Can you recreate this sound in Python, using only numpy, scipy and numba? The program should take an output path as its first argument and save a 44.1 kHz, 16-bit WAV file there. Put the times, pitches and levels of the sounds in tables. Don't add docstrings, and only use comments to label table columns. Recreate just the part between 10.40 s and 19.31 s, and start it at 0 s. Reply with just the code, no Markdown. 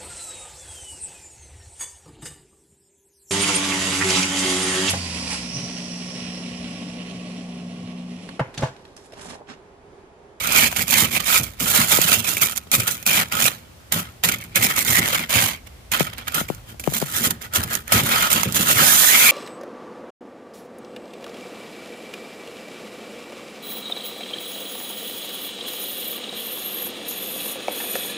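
import sys
import numpy as np
from scipy import signal
from scipy.fft import rfft, irfft
from scipy.io import wavfile
from scipy.ndimage import uniform_filter1d
from numba import njit

SR = 44100
rng = np.random.default_rng(int(sys.argv[2]) if len(sys.argv) > 2 else 0)


def digitize_waveform(pressure):
    field = np.atleast_2d(pressure).T
    bounded = np.clip(field, -1, 1)
    quanta = np.round(bounded * 32767).astype(np.int16)
    wavfile.write(sys.argv[1], SR, quanta)


N = 392931

# t/s, relative level/dB
STROKE_LEVELS = [
    [(0.0, -31), (0.148, -23), (0.166, -12), (0.266, -19.5), (0.296, -33.5), (0.332, -31.5), (0.352, -38),
     (0.36, -35)],
    [(0.36, -24), (0.426, -21.5), (0.456, -41), (0.466, -39), (0.48, -29), (0.494, -25), (0.5, -38)],
    [(0.5, -14), (0.504, -19.5), (0.542, -13.5), (0.548, -20), (0.582, -13.5), (0.644, -22.5), (0.678, -36),
     (0.7, -32)],
    [(0.7, -44), (0.714, -25.5), (0.772, -21), (0.792, -39), (0.806, -19.5), (0.812, -35), (0.85, -33)],
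    [(0.85, -40), (0.864, -23.5), (0.922, -16), (0.98, -14), (1.02, -37), (1.03, -29), (1.164, -57),
     (1.2, -41)],
    [(1.2, -25), (1.214, -24.5), (1.254, -27), (1.312, -16), (1.324, -20.5), (1.354, -14.5), (1.426, -18),
     (1.47, -27)],
    [(1.47, -24.5), (1.522, -13.5), (1.604, -24.5), (1.648, -15.5), (1.656, -25), (1.74, -14),
     (1.772, -29.5), (1.78, -26)],
    [(1.78, -30), (1.796, -21), (1.822, -37.5), (1.884, -19.5), (1.964, -29.5), (1.968, -25),
     (2.004, -35.5), (2.015, -13)],
    [(2.015, -19.5), (2.035, -7), (2.045, -26), (2.153, -35), (2.173, -24.5), (2.207, -51), (2.301, -59),
     (2.317, -46)],
    [(2.317, -18), (2.353, -6), (2.373, -27), (2.399, -23), (2.461, -34), (2.475, -22.5), (2.651, -48.5),
     (2.662, -30)],
    [(2.662, -17), (2.71, -15), (2.716, -24), (2.754, -12.5), (2.828, -23), (2.848, -38), (2.906, -46),
     (2.92, -28)],
    [(2.92, -24), (2.946, -29), (3.002, -19.5), (3.08, -17), (3.09, -30), (3.266, -63.5), (3.506, -69),
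     (3.52, -31)],
    [(3.52, -33), (3.524, -19.5), (3.558, -28.5), (3.594, -24), (3.626, -39.5), (3.764, -61), (3.82, -71),
     (3.837, -32)],
    [(3.837, -14.5), (3.881, -22.5), (3.891, -14), (3.911, -32.5), (3.923, -23.5), (3.981, -40),
     (4.139, -48), (4.156, -21)],
    [(4.156, -13.5), (4.178, -14), (4.196, -29.5), (4.25, -11), (4.284, -28.5), (4.304, -22),
     (4.348, -32.5), (4.378, -19)],
    [(4.378, -19), (4.418, -18), (4.436, -33.5), (4.472, -18.5), (4.592, -15.5), (4.606, -30), (4.62, -24)],
    [(4.62, -25), (4.73, -22), (4.758, -20), (4.764, -26), (4.84, -29), (4.86, -41), (4.886, -47),
     (4.894, -33)],
    [(4.894, -25.5), (4.946, -14), (5.106, -24.5), (5.248, -71), (5.274, -40), (5.282, -58), (5.506, -67),
     (5.517, -34)],
    [(5.517, -19), (5.581, -30.5), (5.605, -18), (5.661, -36), (5.675, -31.5), (5.717, -48), (5.735, -37.5),
     (5.77, -50)],
    [(5.77, -50), (5.786, -30), (5.794, -37), (5.858, -51), (5.882, -30), (5.896, -41.5), (5.936, -36),
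     (5.944, -33)],
    [(5.944, -22.5), (5.998, -23), (6.08, -54), (6.084, -38), (6.246, -62.5), (6.306, -40), (6.388, -76),
     (6.396, -45)],
    [(6.396, -30), (6.43, -50), (6.44, -36), (6.462, -41), (6.476, -38), (6.49, -41), (6.544, -21),
     (6.66, -37.5)],
    [(6.66, -32), (6.67, -35.5), (6.74, -30), (6.768, -18.5), (6.806, -29), (6.862, -16.5), (6.898, -40),
     (6.905, -31)],
    [(6.905, -28), (6.909, -23), (6.927, -42), (7.003, -58), (7.015, -38), (7.047, -36), (7.103, -66),
     (7.137, -33)],
    [(7.137, -28.5), (7.161, -12.5), (7.227, -37.5), (7.235, -24), (7.257, -41), (7.349, -23),
     (7.449, -55.5), (7.52, -27.5)],
    [(7.52, -13), (7.6, -20), (7.626, -31.5), (7.658, -21.5), (7.816, -19.5), (7.874, -21.5), (7.898, -33),
     (7.903, -21)],
    [(7.903, -21), (7.917, -17.5), (8.025, -28.5), (8.033, -27), (8.105, -37), (8.125, -37), (8.135, -32),
     (8.145, -25)],
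    [(8.145, -20), (8.169, -15), (8.189, -25.5), (8.229, -17), (8.245, -28.5), (8.313, -12.5),
     (8.343, -23.5), (8.35, -23)],
    [(8.35, -22), (8.396, -14.5), (8.884, -12.5), (8.91, -15)],
]
# f/Hz, relative level per Hz/dB
RASP_COLOUR = [(150, -46.5), (250, -9), (358, -19), (555, -6), (920, -5.5), (1300, -6), (1810, -4),
               (2270, -6), (4720, -13.5), (6000, -20.5), (7800, -32.5), (13200, -120)]
# f/Hz, relative level per Hz/dB
HISS_COLOUR = [(2060, -20.5), (3500, -1.5), (4710, -8.5), (7010, -0.5), (7640, -4), (9210, -1.5),
               (10700, -3), (12500, 0.5), (15400, -0.5)]
FIRM_DB = -20


def scraper():
    bite_hiss_db, bite_s = 3, 0.075
    hiss_follows = 0.18
    wander_db, ring_wander, wander_hz = 2.5, .04, 10
    chip_per_slip = 0.83

    scrape_db, = in_time([row for stroke in STROKE_LEVELS for row in stroke])
    since_s, (ring_hz, ring_db, low_db, hiss_db, slip_db, pan_db, load_db) = grip()
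    hiss_db = hiss_db + bite_hiss_db * np.exp(-since_s / bite_s)
    hiss_db = hiss_db + hiss_follows * (scrape_db - FIRM_DB)
    ring_hz = ring_hz * (1 + ring_wander * drift(wander_hz))
    ring_db, low_db, hiss_db = [db + wander_db * drift(wander_hz) for db in (ring_db, low_db, hiss_db)]

    rasp_db = scrape_db - 10 * np.log10(1 + amp(2 * hiss_db) + amp(2 * ring_db))
    slip_db = np.clip(slip_db, 0, 8)
    clump_db = slip_db * (drift(190) + 0.35 * drift(16.6))
    clump_db = clump_db - 0.22 * slip_db ** 2

    middle, left, right = [shavings(clump_db, slip_db, ring_hz, ring_db, low_db, hiss_db) for _ in range(3)]
    edge = middle + amp(1.5) * np.array([left, right])
    edge = edge * amp([pan_db / 2 + 4.0, -pan_db / 2 - 0.5]) * amp(rasp_db - 3.5)

    chip_level_db = scrape_db + chip_per_slip * (slip_db - 3)
    crust = box(ports(snaps(chip_level_db)), t60=.008, wet_db=-3, size=512)
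    return box(ports(edge), t60=.02, wet_db=-5, size=1024) + crust + panels(scrape_db, load_db)


def grip():
    regrip_s = 0.073
    # start t/s, ring f/Hz, ring over rasp/dB, lowest blade modes over rasp/dB,
    # hiss over rasp/dB, stick-slip depth/dB, left over right/dB, load on the panels/dB
    holds = [(0, 2370, -3, -9, 5, 2.5, -4.5, 0), (.36, 2190, -5, -13, 2.5, 3, -3, 1),
             (.5, 2380, 1.5, -14, 4, 2.5, -4.5, 0), (.85, 2350, -0.5, -6.5, 6, 3, -4, -4.5),
             (1.2, 2270, -8.5, -5.5, 8, 2.5, -2.5, -1.5), (1.6, 2690, 0, -7.5, 6, 2.5, -4, 0.5),
             (2.015, 2430, -4, -1.5, 11, 4.5, -1.5, -3.5), (2.317, 2480, -3, -3, 10, 3, 2, -1.5),
             (2.662, 2410, -3.5, -13, 3.5, 3.5, 0.5, 1), (2.92, 2320, -9, 2, -0.5, 4, -2.5, -12),
             (3.0, 2300, 0.5, -7, 13, 4, -2, 0.5), (3.1, 2270, -6, -7, 2, 2.5, -1.5, 0),
             (3.52, 1900, -13, -5, 0, 2.5, 1.5, 2), (3.837, 2230, 2, -8, 3.5, 4, 0, 3),
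             (4.156, 2130, 2.5, -3, 4.5, 3.5, 1, 1.5), (4.378, 2070, 3.5, -10, 8, 3.5, -2, -0.5),
             (4.62, 2110, -2.5, -11, 1, 3.5, 1, -1.5), (4.9, 2160, -2.5, -23, 0.5, 2.5, -2.5, -3.5),
             (5.517, 2330, -2.5, -5.5, -1.5, 4, -2.5, 0.5), (5.94, 2080, -29, -4, 8, 2, 2, 3.5),
             (6.396, 2170, -8, -8, 7.5, 3.5, 0.5, 1.5), (6.66, 2000, -5.5, -3, 8.5, 2.5, 0.5, 1),
             (6.9, 1870, -2, -1.5, 6, 2.5, 0, 3), (7.14, 1820, -7, -4, 3.5, 3, 1.5, -3),
             (7.27, 1690, 2, 2, 5.5, 3, 1.5, 2), (7.52, 2230, -12.5, -3, 1.5, 2, 0, -1),
             (7.903, 2780, -6.5, -9, 5.5, 2.5, -0.5, -1), (8.15, 2870, -3.5, -6.5, 6.5, 2, 0, 3),
             (8.359, 1590, -3.5, 0.5, -0.5, .5, -0.5, 5), (8.44, 1530, -2.5, -3.5, 9.5, 1, -2, -4.5),
             (8.66, 2000, 1, -14, 11.5, 2, -4, -14), (8.72, 2300, 4, -6, 6.5, -2.2, 0, -7)]
    t = np.arange(N) / SR
    rows = np.array(holds, float)
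    starts = np.array([stroke[0][0] for stroke in STROKE_LEVELS])
    held = rows[np.searchsorted(rows[1:, 0], t), 1:].T
    since_s = t - starts[np.searchsorted(starts[1:], t)]
    return since_s, uniform_filter1d(held, int(regrip_s * SR) + 1)


def shavings(clump_db, slip_db, ring_hz, ring_db, low_db, hiss_db):
    # f/Hz, width/Hz, relative level/dB
    blade_modes = [(1277, 51, 0), (1431, 55, -0.5), (3170, 330, 5), (4700, 140, -40), (7080, 90, -7)]
    spread_db = 2.0 + 0.75 * slip_db
    coarse = cracks(7000, spread_db, clump_db)
    flexing = cracks(7000, spread_db, clump_db)
    fine = cracks(14000, spread_db, clump_db + 0.65 * slip_db * drift(260))

    rasp = rms_one(colour(coarse + amp(-1.5) * resonances(coarse, blade_modes[2:4]), RASP_COLOUR))
    ring = amp(ring_db) * rms_one(moving_ring(flexing, ring_hz, 220.0, SR))
    low_ring = amp(low_db) * rms_one(resonances(flexing, blade_modes[:2]))
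    hiss = rms_one(colour(fine + amp(-6) * resonances(fine, blade_modes[4:]), HISS_COLOUR))
    return rasp + ring + low_ring + amp(hiss_db) * hiss


def cracks(per_s, spread_db, clump_db):
    sizes = amp(spread_db * np.minimum(rng.exponential(1, N), 5)) * rng.choice([-1, 1], N)
    clicks = sizes * (rng.random(N) < per_s / SR)
    even = clicks / np.sqrt(uniform_filter1d(clicks ** 2, SR // 4))
    return even * amp(clump_db)


@njit
def moving_ring(x, hz, width_hz, rate):
    out, r = np.zeros(len(x)), np.exp(-np.pi * width_hz / rate)
    for i in range(2, len(x)):
        feedback = 2 * r * np.cos(2 * np.pi * hz[i] / rate) * out[i - 1] - r * r * out[i - 2]
        out[i] = x[i] - x[i - 2] + feedback
    return out


def snaps(chip_level_db):
    # t/s, level/dB, left over right/dB, crumbs over level/dB, treble over body/dB
    crusts = [(0.0726, -4, -4, -12, 5), (0.1223, -5, -9, -13, 6), (0.1535, -18, -6.5, -13, -2),
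              (0.3262, -5, 21, -8, -8), (0.3625, 3, 0, -8, -10), (0.4805, -8, -16, -13, -2),
              (0.5074, -10, -10, -11, 12), (0.5347, -7, 5, -15, -7), (0.8046, -15, 3, -13, -6),
              (0.9093, -14, -3, -13, 0), (1.0335, -9, -1, -16, 7), (1.1967, -23, -10, -16, 6),
              (1.5716, -1, -7.0, -13, 7), (1.6158, 0.5, -3, -16, 11), (1.969, 6, 5, -14, -5),
              (2.017, -2, -7, -13, 5), (2.0593, 2, 7, -10, -3), (2.1704, -16, -7, -13, 9),
              (2.3156, -3, -1, -14, 9), (2.4029, -1.5, 0, -14, 3), (2.4778, -10, -14, -12, 9),
              (2.5117, -13, -13, -11, 5.5), (2.6275, -18, -11, -11, 0), (2.6642, 8, 3, -12, 2),
              (2.7094, -8, -3.5, -13, -2), (2.7995, -6, -4, -13, -1), (2.923, 4, 5, -11.5, -5),
              (2.9966, -9, -7.0, -13, -2), (3.0553, 4, -9, -12, -9), (3.5225, -8, -16, -8, 5.5),
              (3.8367, -2, -15, -13, 2), (3.8871, -4, -8, -10, 0), (3.921, -7, 0, -15, 8),
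              (4.0128, -22, 2, -13, 5), (4.0395, -21, -3, -13, 3), (4.1576, 1, -7, -9, 4),
              (4.2148, 2.5, 0, -13, -8), (4.243, 2, -8, -13, 2), (4.3196, -7, 9, -13, -4),
              (4.3795, 6, -9, -11, -14), (4.449, -15, -21, -13, 4), (4.6354, -18, 3, -13, 0),
              (4.7471, -2, -9, -7, -8), (4.894, -10, 1, -13, 0), (5.2699, -31, 2, -13, -3),
              (5.518, -4.5, -6, -13, 0.5), (5.5955, -14, -9, -11, 6), (5.6086, -11, 7, -15, -7),
              (5.671, -29, 4, -13, 0), (5.7354, -16, -3, -13, -5), (5.7813, -18, -10, -15, -1),
              (5.8162, -34, 4, -13, -5), (5.8807, -8, 4, -14, 5.5), (5.9204, -25, -6, -13, 3),
              (5.9443, -8, -11, -15, 4), (6.0876, -8, -5, -10, -17), (6.1014, -26, 2.0, -13, 0),
              (6.1485, -23, -4, -13, 3), (6.3975, -5, 1, -13, -6), (6.4388, -4.5, 14, -13, -15),
              (6.4742, -26, 1.5, -11, -4), (6.5844, -9, -7.5, -16, 3), (6.616, -7, -3.0, -15, -2),
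              (6.766, -11, -7, -11, -1), (6.838, -10, -4, -13, 11), (6.9075, -10, -5, -13, 7),
              (7.019, -18, -5, -13, 2), (7.1365, -8, -1, -13, 2), (7.2365, -3, 0, -13, 1.5),
              (7.3522, -5.5, -12, -9, 1), (7.4794, -8.5, -2, -14, -3), (7.5212, 8, 4, -13, -5),
              (7.9042, 1, -8, -13, -2), (8.0327, 6, -7, -12, -5), (8.1233, -10.5, -3, -14, 7.5)]
    tick_db = 7
    chip_count, chip_db, chip_spread_db, chip_pan_db = 160, 8, 5, -3

    dull, bright = np.zeros((2, 2, N + SR))
    t = np.arange(SR // 16) / SR
    grit = rng.standard_normal(N + SR)
    when, size, side, loose, sharp = rng.random((chip_count, 5)).T
    chip_sizes_db = chip_level_db[(when * N).astype(int)] + chip_db - chip_spread_db * np.log(1 - .9 * size)
    chips = np.transpose([when * N / SR, chip_sizes_db, chip_pan_db + 16 * (side - .5),
                          -18 + 12 * loose, 12 * (sharp - .5)])
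    for s, db, pan_db, crumb_db, bright_db in list(crusts) + list(chips):
        i = round(s * SR)
        crumbs = amp(crumb_db - 60 * t / 0.024) * grit[i:i + len(t)]
        snap = crumbs + amp(tick_db) * (t == 0)
        snap = snap * amp(db + np.array([[pan_db / 2], [-pan_db / 2]]))
        dull[:, i:i + len(t)] += snap
        bright[:, i:i + len(t)] += snap * amp(bright_db)

    heard = []
    for d, b in zip(dull, bright):
        body = amp(-1.5) * colour(d, RASP_COLOUR)
        treble = amp(-3.0) * colour(b, HISS_COLOUR)
        blade_ring = amp(2.0) * resonances(d[:N], [(2260, 440, 0)])
        heard.append(body + treble + blade_ring)
    return np.array(heard)


def panels(scrape_db, load_db):
    # f/Hz, width/Hz, relative level/dB
    wall_modes = [(133.2, 2.5, 2.5), (170, 25.6, 0), (232.7, 11.1, 2), (283, 165, -13)]
    # f/Hz, width/Hz, relative level/dB
    deep_modes = [(62.5, 16.6, -11), (89, 19, -2.5), (113.5, 16.6, 0)]
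    # t/s, level/dB, deep panel over wall/dB
    shoves = [(0.083, -24, -19), (0.378, -21, -6), (0.553, -27, -8), (0.61, -14.5, -7), (0.731, -23, -15),
              (0.99, -18.5, -0.5), (1.204, -15, -14), (1.381, -16, -6.5), (1.522, -19, -7), (1.757, -27, 3),
              (2.363, -19.5, 4.5), (2.68, -23, -10), (2.759, -34, -13), (2.927, -22, -8), (3.025, -26.5, 2),
              (3.548, -20, -3.5), (3.852, -22, -4), (4.181, -19.5, 0), (4.487, -19, 2.5),
              (4.579, -12, -5.5), (4.786, -25.5, -17), (4.942, -15, 0.5), (5.017, -18, -2),
              (6.793, -17.5, -15), (6.857, -15, -7), (7.171, -17, 1.5), (7.237, -24, 1.5),
              (7.534, -9.5, -2), (7.607, -12, -5), (7.724, -21, -5), (7.942, -14.5, -9), (8.048, -14, -4.5),
              (8.184, -15, -7), (8.345, -24, 4), (8.399, -12.5, -11)]
    wall_db, wall_follows = -36.5, 0.66
    deep_db, deep_follows = -43, 0.34
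    lag_s = 0.0084
    swell_rise_s, thump_rise_s, wall_decay_s, deep_decay_s = 0.0088, .015, 0.038, 0.031

    r = np.exp(-1 / (lag_s * SR))
    power = signal.lfilter([1 - r], [1, -r], amp(2 * (scrape_db - FIRM_DB)))
    force_db = 10 * np.log10(power + 1e-9)
    wall = amp(load_db + wall_db + wall_follows * force_db)
    deep = amp(load_db + deep_db + deep_follows * force_db)

    swell, thumps = np.zeros((2, N + SR))
    t = np.arange(SR // 3) / SR
    swell_shape = (1 - np.exp(-(t / swell_rise_s) ** 2)) * np.exp(-t / wall_decay_s) / 2
    thump_shape = (1 - np.exp(-(t / thump_rise_s) ** 2)) * np.exp(-t / deep_decay_s)
    hz, _, mode_db = np.transpose(deep_modes)
    for (s, db, over_db), chance in zip(shoves, rng.random((len(shoves), 3, len(deep_modes)))):
        i = round(s * SR)
        swell[i:i + len(t)] += (amp(db) * swell_shape) ** 2
        cycles = np.outer(t, hz * (1 + 0.19 * (chance[0] - .5))) + chance[1]
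        tones = np.sin(2 * np.pi * cycles) @ amp(mode_db - 2 * chance[2])
        thumps[i:i + len(t)] += amp(db + over_db) * thump_shape * tones

    wall_boom = np.sqrt(wall ** 2 + swell[:N]) * boom(wall_modes)
    deep_boom = deep * boom(deep_modes)
    return wall_boom + deep_boom + resonances(thumps[:N], [(106, 160, 0)]) * amp([[-1.5], [1.5]])


def boom(modes):
    push = rng.standard_normal((2, N)) * amp(1.2 * drift(45.0))
    shared, beside = [rms_one(resonances(resonances(p, modes), [(141, 590, 0)])) for p in push]
    return shared + amp(-16.0) * beside * np.array([[1], [-1]])


def knocks():
    # t/s, level/dB
    knock_times = [(1.587, -5.5), (2.269, -33), (5.6063, -2), (6.0118, -14), (6.101, -6.5), (6.344, -31),
                   (6.4752, -1), (6.522, -19), (6.617, -15.5), (6.6246, -7)]
    crack_db, crack_s = -12, .0015
    out = np.zeros(N)
    t = np.arange(SR // 16) / SR
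    hz = 140 + 900 * np.exp(-t / 0.00198)
    shape = np.sin(2 * np.pi * np.cumsum(hz) / SR) * (1 - np.exp(-t / 0.00046))
    shape *= np.exp(-t / 0.004) + 0.16 * np.exp(-t / 0.022)
    for s, db in knock_times:
        i = round(s * SR)
        crack = amp(crack_db) * np.exp(-t / crack_s) * rng.standard_normal(len(t))
        out[i:i + len(t)] += amp(db) * (shape + resonances(crack, [(2000, 3500, 0)]))
    return out * amp([[0], [-20]])


def freezer():
    # f/Hz, relative level per Hz/dB
    hum_colour = [(15, -80), (25, -49), (35, -50), (59, -7.5), (71, 0), (86, -8), (143, -15), (432, -21.5),
                  (468, -19.5), (612, -21.5), (2220, -27.5), (2540, -27.5), (15400, -36)]
    hum_db = -47
    low, left, right = [colour(v, hum_colour) for v in rng.standard_normal((3, N))]
    bass = signal.butter(2, 350, fs=SR, output="sos")
    air = np.array([left, right])
    return amp(hum_db) * rms_one(air + signal.sosfilt(bass, low - air))


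def handling():
    # t/s, relative level/dB
    rumble_levels = [(0.0, -38), (0.55, -46), (0.69, -47), (1.34, -36.5), (1.84, -71), (4.07, -47),
                     (6.23, -42), (7.07, -49), (7.47, -42), (8.26, -45), (8.61, -47), (8.91, -53)]
    level_db, = in_time(rumble_levels)
    rumble = resonances(resonances(rng.standard_normal(N), [(54, 60, 0)]), [(57, 41, 0)])
    return amp(level_db - 5.0) * rms_one(rumble)


def box(x, t60, wet_db, size):
    t = np.arange(size) / SR
    starts = np.arange(0, N + size, size)
    padded = np.pad(x, ((0, 0), (size, 3 * size)))
    window = np.sin(np.pi * np.arange(2 * size) / (2 * size)) ** 2
    pieces = padded[:, starts[:, None] + np.arange(2 * size)] * window
    fade = amp(-60 * t / t60) * (t > .0003)
    echoes = rng.standard_normal((2, len(starts), len(t))) * fade / np.linalg.norm(fade)
    heard = irfft(rfft(pieces, 3 * size) * rfft(echoes, 3 * size)).reshape(2, len(starts), 3, size)
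    out = np.zeros((2, len(starts) + 3, size))
    for k in range(3):
        out[:, k:k + len(starts)] += heard[:, :, k]
    return x + amp(wet_db) * out.reshape(2, -1)[:, size:size + N]


def ports(x):
    # f/Hz, left over right/dB
    shading = [(60, -4), (110, 2), (200, -18.5), (380, 3.5), (700, -4), (1290, -6), (2380, -3), (4400, -13),
               (8120, -12), (15000, -7.5)]
    left_lag_s = .0004
    late = np.concatenate([np.zeros(round(left_lag_s * SR)), x[0]])[:N]
    tilt = np.array(shading, float)
    return np.array([colour(late, tilt * [1, .5]), colour(x[1], tilt * [1, -.5])])


def amp(db):
    return 10 ** (np.asarray(db) / 20)


def rms_one(x):
    return x / np.sqrt(np.mean(x ** 2) + 1e-20)


def in_time(rows):
    s, *columns = np.transpose(rows)
    return [np.interp(np.arange(N) / SR, s, c) for c in columns]


def at_hz(points, hz):
    hz_points, db = np.transpose(points)
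    return np.interp(np.log(hz + 1), np.log(hz_points + 1), db)


def colour(x, points):
    size = 8192
    cepstrum = irfft(np.log(amp(at_hz(points, np.fft.rfftfreq(size, 1 / SR)))))
    cepstrum[1:size // 2] *= 2
    cepstrum[size // 2 + 1:] = 0
    return signal.oaconvolve(x, irfft(np.exp(rfft(cepstrum))))[:N]


def drift(rate):
    r = np.exp(-2 * np.pi * rate / SR)
    wander = signal.lfilter([1], [1, -2 * r, r * r], rng.standard_normal(N + SR))
    return rms_one(wander[SR:])


def resonances(x, modes):
    out = 0
    for k, (hz, width_hz, db) in enumerate(modes):
        r = np.exp(-np.pi * width_hz / SR)
        b = np.array([1, 0, -1]) * (1 - r * r) / 2
        a = [1, -2 * r * np.cos(2 * np.pi * hz / SR), r * r]
        out = out + (-1) ** k * amp(db) * signal.lfilter(b, a, x)
    return out


def scene():
    return scraper() + box(knocks(), t60=0.09, wet_db=-13.5, size=1024) + freezer() + handling()


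def record(dry):
    rounded = .9 * np.tanh(dry / .9)
    soft = signal.sosfilt(signal.cheby2(10, 30, 15800, fs=SR, output="sos"), rounded)
    return signal.sosfilt(signal.cheby2(12, 70, 16650, fs=SR, output="sos"), soft)


dry = scene()
out = record(dry)
digitize_waveform(out)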